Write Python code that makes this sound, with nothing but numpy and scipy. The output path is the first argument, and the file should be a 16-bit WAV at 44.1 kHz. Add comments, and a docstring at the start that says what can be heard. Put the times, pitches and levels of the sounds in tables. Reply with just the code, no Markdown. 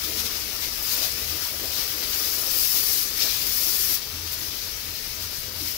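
"""A pressure washer jet plays over the muddy side of a big steel farm machine, outdoors, a few metres away.
It hisses as it breaks into mist and splash, flares across edges and rasps in recesses.
Its push drums on the panels and now and then sets a large sheet booming.
Drops patter on the steel over a low outdoor rumble."""
import sys
import numpy as np
from scipy import signal
from scipy.fft import rfft, irfft
from scipy.io import wavfile
from scipy.ndimage import uniform_filter1d

SR = 44100
rng = np.random.default_rng(int(sys.argv[2]) if len(sys.argv) > 2 else 0)


def pcm_store(signal):
    """Save signal as 16-bit PCM."""
    levels = np.round(np.clip(np.atleast_2d(signal), -1, 1) * 32767)
    wavfile.write(sys.argv[1], SR, levels.astype(np.int16).T)


N = 254456
TIME = np.arange(N) / SR
BINS_HZ = np.fft.rfftfreq(N, 1 / SR)


def gain_of(db):
    """Decibels to a linear gain."""
    return 10 ** (np.asarray(db) / 20)


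def unit_rms(x):
    """Scales to rms 1."""
    return x / np.sqrt(np.mean(x ** 2) + 1e-20)


def curve(points, hz=BINS_HZ):
    """Joins a table's points with straight lines on a log-frequency axis."""
    points_hz, values = np.transpose(points)
    return np.interp(np.log(hz + 1), np.log(points_hz), values)


def bell(centre_s, half_length_s):
    """A bell-shaped envelope peaking at 1."""
    return np.exp(-((TIME - centre_s) / half_length_s) ** 2)


def shaped(x, gain):
    """Filters by a gain for each frequency, then scales to rms 1."""
    return unit_rms(irfft(rfft(x) * gain, N))


def wander(top_hz):
    """Random modulation of rms 1, rolling off above top_hz."""
    return shaped(rng.standard_normal(N), (BINS_HZ > .5) / (1 + (BINS_HZ / top_hz) ** 4))


# Likeness of left and right: frequency_hz, correlation
STEREO_LIKENESS = [(30, 0.28), (90, 0.6), (300, 0.62), (640, 0.44), (1400, 0.25), (3000, 0.063),
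                   (7000, 0.026)]

def turbulence(patchy_db, frame=1024, hop=256):
    """Stereo noise whose colour shifts in short patches, narrower in the bass and wide in the treble."""
    hz = np.fft.rfftfreq(frame, 1 / SR)
    a, b, c, d, patches = rng.standard_normal((N // hop + 5, len(hz), 5)).T
    patches = uniform_filter1d(patches, size=12, axis=0)  # across frequency
    patches = unit_rms(uniform_filter1d(patches, size=10, axis=1))  # across time
    likeness = curve(STEREO_LIKENESS, hz)[:, None]
    left = a + 1j * b
    right = likeness * left + np.sqrt(1 - likeness ** 2) * (c + 1j * d)
    spectra = np.array([left, right]) * gain_of(patchy_db * patches)
    return signal.istft(spectra, nperseg=frame, noverlap=frame - hop)[1][:, :N]


def noise_bed(spectrum, patchy_db):
    """Turbulent noise of rms 1, coloured by a spectrum table."""
    return shaped(turbulence(patchy_db), gain_of(curve(spectrum)))


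# Tone of the outdoor background: frequency_hz, relative_db
RUMBLE_TONE = [(10, -19), (25, 1.5), (55, 3), (100, -1.5), (150, -6), (220, -13.5), (500, -20), (2000, -35)]

def rumble(level_db):
    """A low, steady outdoor bed."""
    return noise_bed(RUMBLE_TONE, patchy_db=.5) * gain_of(level_db)


# The jet sets a large sheet booming: start_s, length_s, level_db
SHEET_BOOMS = [(0, 0.22, -48.5), (1.18, 0.14, -44.5), (1.55, 0.082, -50), (4.08, 0.22, -45.5),
               (4.8, .12, -53), (5.147, 0.11, -48.5), (5.514, 0.13, -46)]

def boom(waver, throb_db, pitch_hz=78.4, rise_hz_per_s=1.2, attack_s=0.047, release_s=0.054):
    """A large sheet's lowest mode; the pitch creeps up over the scene and wavers with the load of water."""
    hz = (pitch_hz + rise_hz_per_s * TIME) * (1 + waver * wander(top_hz=5.3))
    envelope = gain_of(-60)  # faint hum between booms
    for start_s, length_s, level_db in SHEET_BOOMS:
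        age_s = TIME - start_s
        swell = np.clip(age_s / attack_s, 0, 1)
        decay = np.exp(-np.maximum(age_s - length_s, 0) / release_s)
        envelope = envelope + gain_of(level_db) * swell * decay
    tone = unit_rms(np.sin(2 * np.pi * np.cumsum(hz) / SR))
    return tone * envelope * gain_of(throb_db * wander(top_hz=18))


# Resonances of the steel panels: pitch_hz, width_hz, peak_db
STEEL_MODES = [(229.3, 29, 10.5), (315, 19, 8), (334, 29, 4), (439.5, 16.4, 8.5), (515, 7, 10),
               (636, 21, 11), (774, 14, 6), (937, 38, 6), (1205, 65, 3), (1258, 120, 2)]

def steel_resonance():
    """Gain at each frequency of the mud-damped sheet metal: mode peaks on a flat floor."""
    peaks = sum(gain_of(peak_db) ** 2 / (1 + (2 * (BINS_HZ - pitch_hz) / width_hz) ** 2)
                for pitch_hz, width_hz, peak_db in STEEL_MODES)
    return np.sqrt(1 + peaks)


# The jet crosses loose metal: centre_s, half_length_s, pitch_hz, level_db
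LOOSE_SPOT_HITS = [(0.093, 0.027, 402, -42.5), (0.202, 0.048, 210, -44), (1.045, 0.039, 630, -40.5),
                   (1.33, .05, 380, -47.5), (1.658, 0.015, 630, -42.5), (2.48, 0.036, 520, -48),
                   (4.171, 0.04, 270, -47), (5.626, 0.056, 280, -46.5)]

def loose_spots(width_octaves):
    """Each loose spot rings out briefly, favouring the panel modes near its pitch."""
    push = turbulence(patchy_db=3.0)
    resonance = steel_resonance()
    out = np.zeros((2, N))
    for centre_s, half_length_s, pitch_hz, level_db in LOOSE_SPOT_HITS:
        favoured = np.exp(-(np.log2((BINS_HZ + 1) / pitch_hz) / width_octaves) ** 2)
        out += shaped(push, resonance * favoured) * gain_of(level_db) * bell(centre_s, half_length_s)
    return out


# Broad tone of the panels: frequency_hz, relative_db
PANEL_TONE = [(100, -19), (200, -8.5), (400, 0.5), (700, -5), (1200, -4), (2000, -4), (4000, -26)]
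# How squarely the jet meets the panels: time_s, level_db (before trim)
PANEL_DRIVE = [(0, -46), (.85, -46), (1.35, -44.5), (2.1, -44), (2.7, -46.5), (3.9, -46.5), (4.05, -49.5),
               (5.77, -49.5)]

def panels(trim_db, buffet_db):
    """The uneven push of the jet keeps the steel drumming."""
    level_db = np.interp(TIME, *np.transpose(PANEL_DRIVE)) + trim_db
    push = turbulence(patchy_db=2.0) * gain_of(buffet_db * wander(top_hz=30))
    return shaped(push, steel_resonance() * gain_of(curve(PANEL_TONE))) * gain_of(level_db)


def reflections(water, echo_db, span_s, drift_s, count=4):
    """Adds early echoes off the machine and wet ground; they drift as the jet moves, so the hiss phases."""
    echoes = np.zeros((2, N))
    for side in range(2):
        for path_s in np.geomspace(.0018, span_s, count):
            delay_s = path_s * rng.uniform(.85, 1.15) + drift_s * wander(top_hz=1.43)
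            echoes[side] += np.interp(TIME - delay_s, TIME, water[side], left=0)
    send = gain_of(echo_db)
    return (water + send * echoes / np.sqrt(count)) / np.hypot(1, send)


def hollows(water, pitch_hz, width_hz, gain_db, drift):
    """The spray excites a narrow ring in the machine's hollows, wavering as the jet moves."""
    hz = pitch_hz * (1 + drift * wander(top_hz=4))
    carrier = np.exp(2j * np.pi * np.cumsum(hz) / SR)
    pole = np.exp(-np.pi * width_hz / SR)
    band = signal.lfilter([1 - pole], [1, -pole], water / carrier)  # shifted to 0 Hz and low-passed
    return 2 * gain_of(gain_db) * (carrier * band).real


def drops(level_db, spread_db, rate_per_s):
    """Large drops tick on the steel with the tone of the splash; a few are much heavier than the rest."""
    weight = gain_of(spread_db * np.minimum(rng.exponential(1, (2, N)), 4))
    polarity = rng.choice([-1, 1], (2, N))
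    lands = rng.random((2, N)) < rate_per_s / SR
    return shaped(weight * polarity * lands, gain_of(curve(SPLASH_TONE))) * gain_of(level_db)


# The jet bites into a recess: centre_s, half_length_s, level_db
RECESS_BITES = [(0.049, 0.011, -35), (0.196, 0.017, -32.5), (0.263, 0.015, -33.5), (1.04, 0.033, -37),
                (1.785, 0.03, -39), (3.22, 0.022, -26), (3.295, 0.026, -34.5)]
# Tone of the lower, rasping splash there: frequency_hz, relative_db
RECESS_TONE = [(700, -22), (1500, -16), (2200, -1.5), (4200, 7), (6500, 4), (12000, -25)]

def bites():
    """Short, rough bursts as water is thrown back out of a recess."""
    envelope = sum(gain_of(db) * bell(centre_s, half_s) for centre_s, half_s, db in RECESS_BITES)
    return noise_bed(RECESS_TONE, patchy_db=1.5) * envelope


# Tone of water hitting steel: frequency_hz, relative_db
SPLASH_TONE = [(300, -24.5), (900, -12), (1400, -8), (2300, -2), (3200, -1.5), (4200, 0.5), (6000, 1),
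               (8000, -6.5), (11000, -9), (16000, -15.5)]

def splash(level_db, sputter_db):
    """Countless impacts merge into a rough hiss that sputters as the water film tears."""
    return noise_bed(SPLASH_TONE, patchy_db=1.0) * gain_of(level_db + sputter_db * wander(top_hz=150))


# Tone of the fine spray: frequency_hz, relative_db
MIST_TONE = [(1000, -49), (3000, -11.5), (4500, -1), (7000, 0), (10000, 1.5), (14000, 2), (16000, -0.5)]

def mist(level_db, flutter_db):
    """The jet atomises into a fine, bright hiss."""
    return noise_bed(MIST_TONE, patchy_db=1.34) * gain_of(level_db + flutter_db * wander(top_hz=120))


# How hard the jet lands as the lance sweeps: time_s, impact_db
LANCE_SWEEP = [(0, -35), (.28, -34.5), (.5, -36), (1.15, -34), (1.55, -35), (2.0, -34), (2.17, -29.5),
               (2.5, -29), (2.57, -25), (3.02, -25.5), (3.14, -33), (3.45, -30), (3.58, -26), (3.95, -25.5),
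               (4.0, -40), (4.43, -36), (4.75, -38.5), (5.77, -39.5)]
# The jet catches an edge and flares: centre_s, half_length_s, splash_boost_db, mist_boost_db
EDGE_FLARES = [(0.045, 0.018, 2, 4), (0.194, 0.025, 3.5, 4), (0.26, 0.015, 3, 3), (0.364, 0.019, 3, 0.5),
               (0.644, 0.029, 4, 2.5), (0.83, 0.01, -0.5, 4), (0.93, 0.064, 4.5, 7.5),
               (1.038, 0.043, 5.5, 6), (1.303, 0.033, 1, 2), (1.435, 0.027, 2.5, 1),
               (1.797, 0.072, 4.5, 3.5), (2.036, 0.012, 4.5, 0), (2.138, 0.011, 6, 1),
               (3.222, 0.045, 4.5, 4), (3.304, 0.072, 3.5, 1.5), (4.33, 0.017, 1.5, 5.5),
               (5.227, .025, 0.5, 3), (5.38, .06, 0.5, 2), (5.68, 0.1, 2, 6.5)]
# The jet slips through a gap and dips: centre_s, half_length_s, gain_db
GAP_DIPS = [(3.08, 0.054, -2), (4.225, .07, -1), (5.52, .04, -1.5)]

def jet(usual_db=-34):
    """Splash, mist and drops ride the sweep of the lance and share one unsteady flow."""
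    harder_db = np.interp(TIME, *np.transpose(LANCE_SWEEP)) - usual_db
    dip_db = sum(db * bell(centre_s, half_s) for centre_s, half_s, db in GAP_DIPS)
    flow_db = usual_db + dip_db + 0.46 * wander(top_hz=21.9)
    mist_db = flow_db + harder_db
    splash_db = flow_db + 0.4 * harder_db - 0.02 * harder_db ** 2  # grows more slowly and levels off
    for centre_s, half_length_s, splash_boost_db, mist_boost_db in EDGE_FLARES:
        crossing = bell(centre_s, half_length_s)
        splash_db += splash_boost_db * crossing
        mist_db += mist_boost_db * crossing
    water = splash(splash_db - 1.28, sputter_db=0.23) + mist(mist_db + 0.83, flutter_db=0.63)
    water += drops(splash_db - 19, spread_db=2.5, rate_per_s=500) + bites()
    water += hollows(water, pitch_hz=5170, width_hz=350, gain_db=-9, drift=.04)
    water = reflections(water, echo_db=-10, span_s=.009, drift_s=0.000249)
    water[1] *= gain_of(-0.13 * harder_db)  # hard impacts sit further left
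    return water


def scene():
    """The jet up front, the ringing steel under it and the outdoor rumble behind."""
    water = jet()
    steel = panels(trim_db=0.5, buffet_db=1.3) + loose_spots(width_octaves=0.45)
    return water + steel + boom(waver=0.03, throb_db=1.5) + rumble(level_db=-46)


# Colour of the left and right microphone ports: frequency_hz, gain_db
LEFT_EQ = [(60, 1.1), (250, 3.5), (600, 4), (2300, 6), (3700, 6), (5100, 8), (6200, 5.5), (7000, 2),
           (7700, -.5), (8300, -4), (9300, -1.5), (10600, 5), (12800, 7.5), (15000, 10.5)]
RIGHT_EQ = [(60, -1), (400, -1), (800, -5.5), (1100, -5.5), (1350, -3.5), (2000, -9.5), (3700, -6.5),
            (5200, -8.3), (7200, -4.5), (8400, -1.5), (9400, -5), (10800, -3.5), (12800, -4.5),
            (15000, -5.5)]

def record(dry, cutoff_hz=15760):
    """The left port faces the spray and rings in the treble, the right is shaded; both are low-passed."""
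    ports_db = np.array([curve(LEFT_EQ), curve(RIGHT_EQ)])
    coloured = irfft(rfft(dry) * gain_of(ports_db), N)
    lowpass = signal.firwin(2001, cutoff_hz, window=("kaiser", 8), fs=SR)
    return signal.oaconvolve(coloured, lowpass[None], "same")


dry = scene()
out = record(dry)
pcm_store(out)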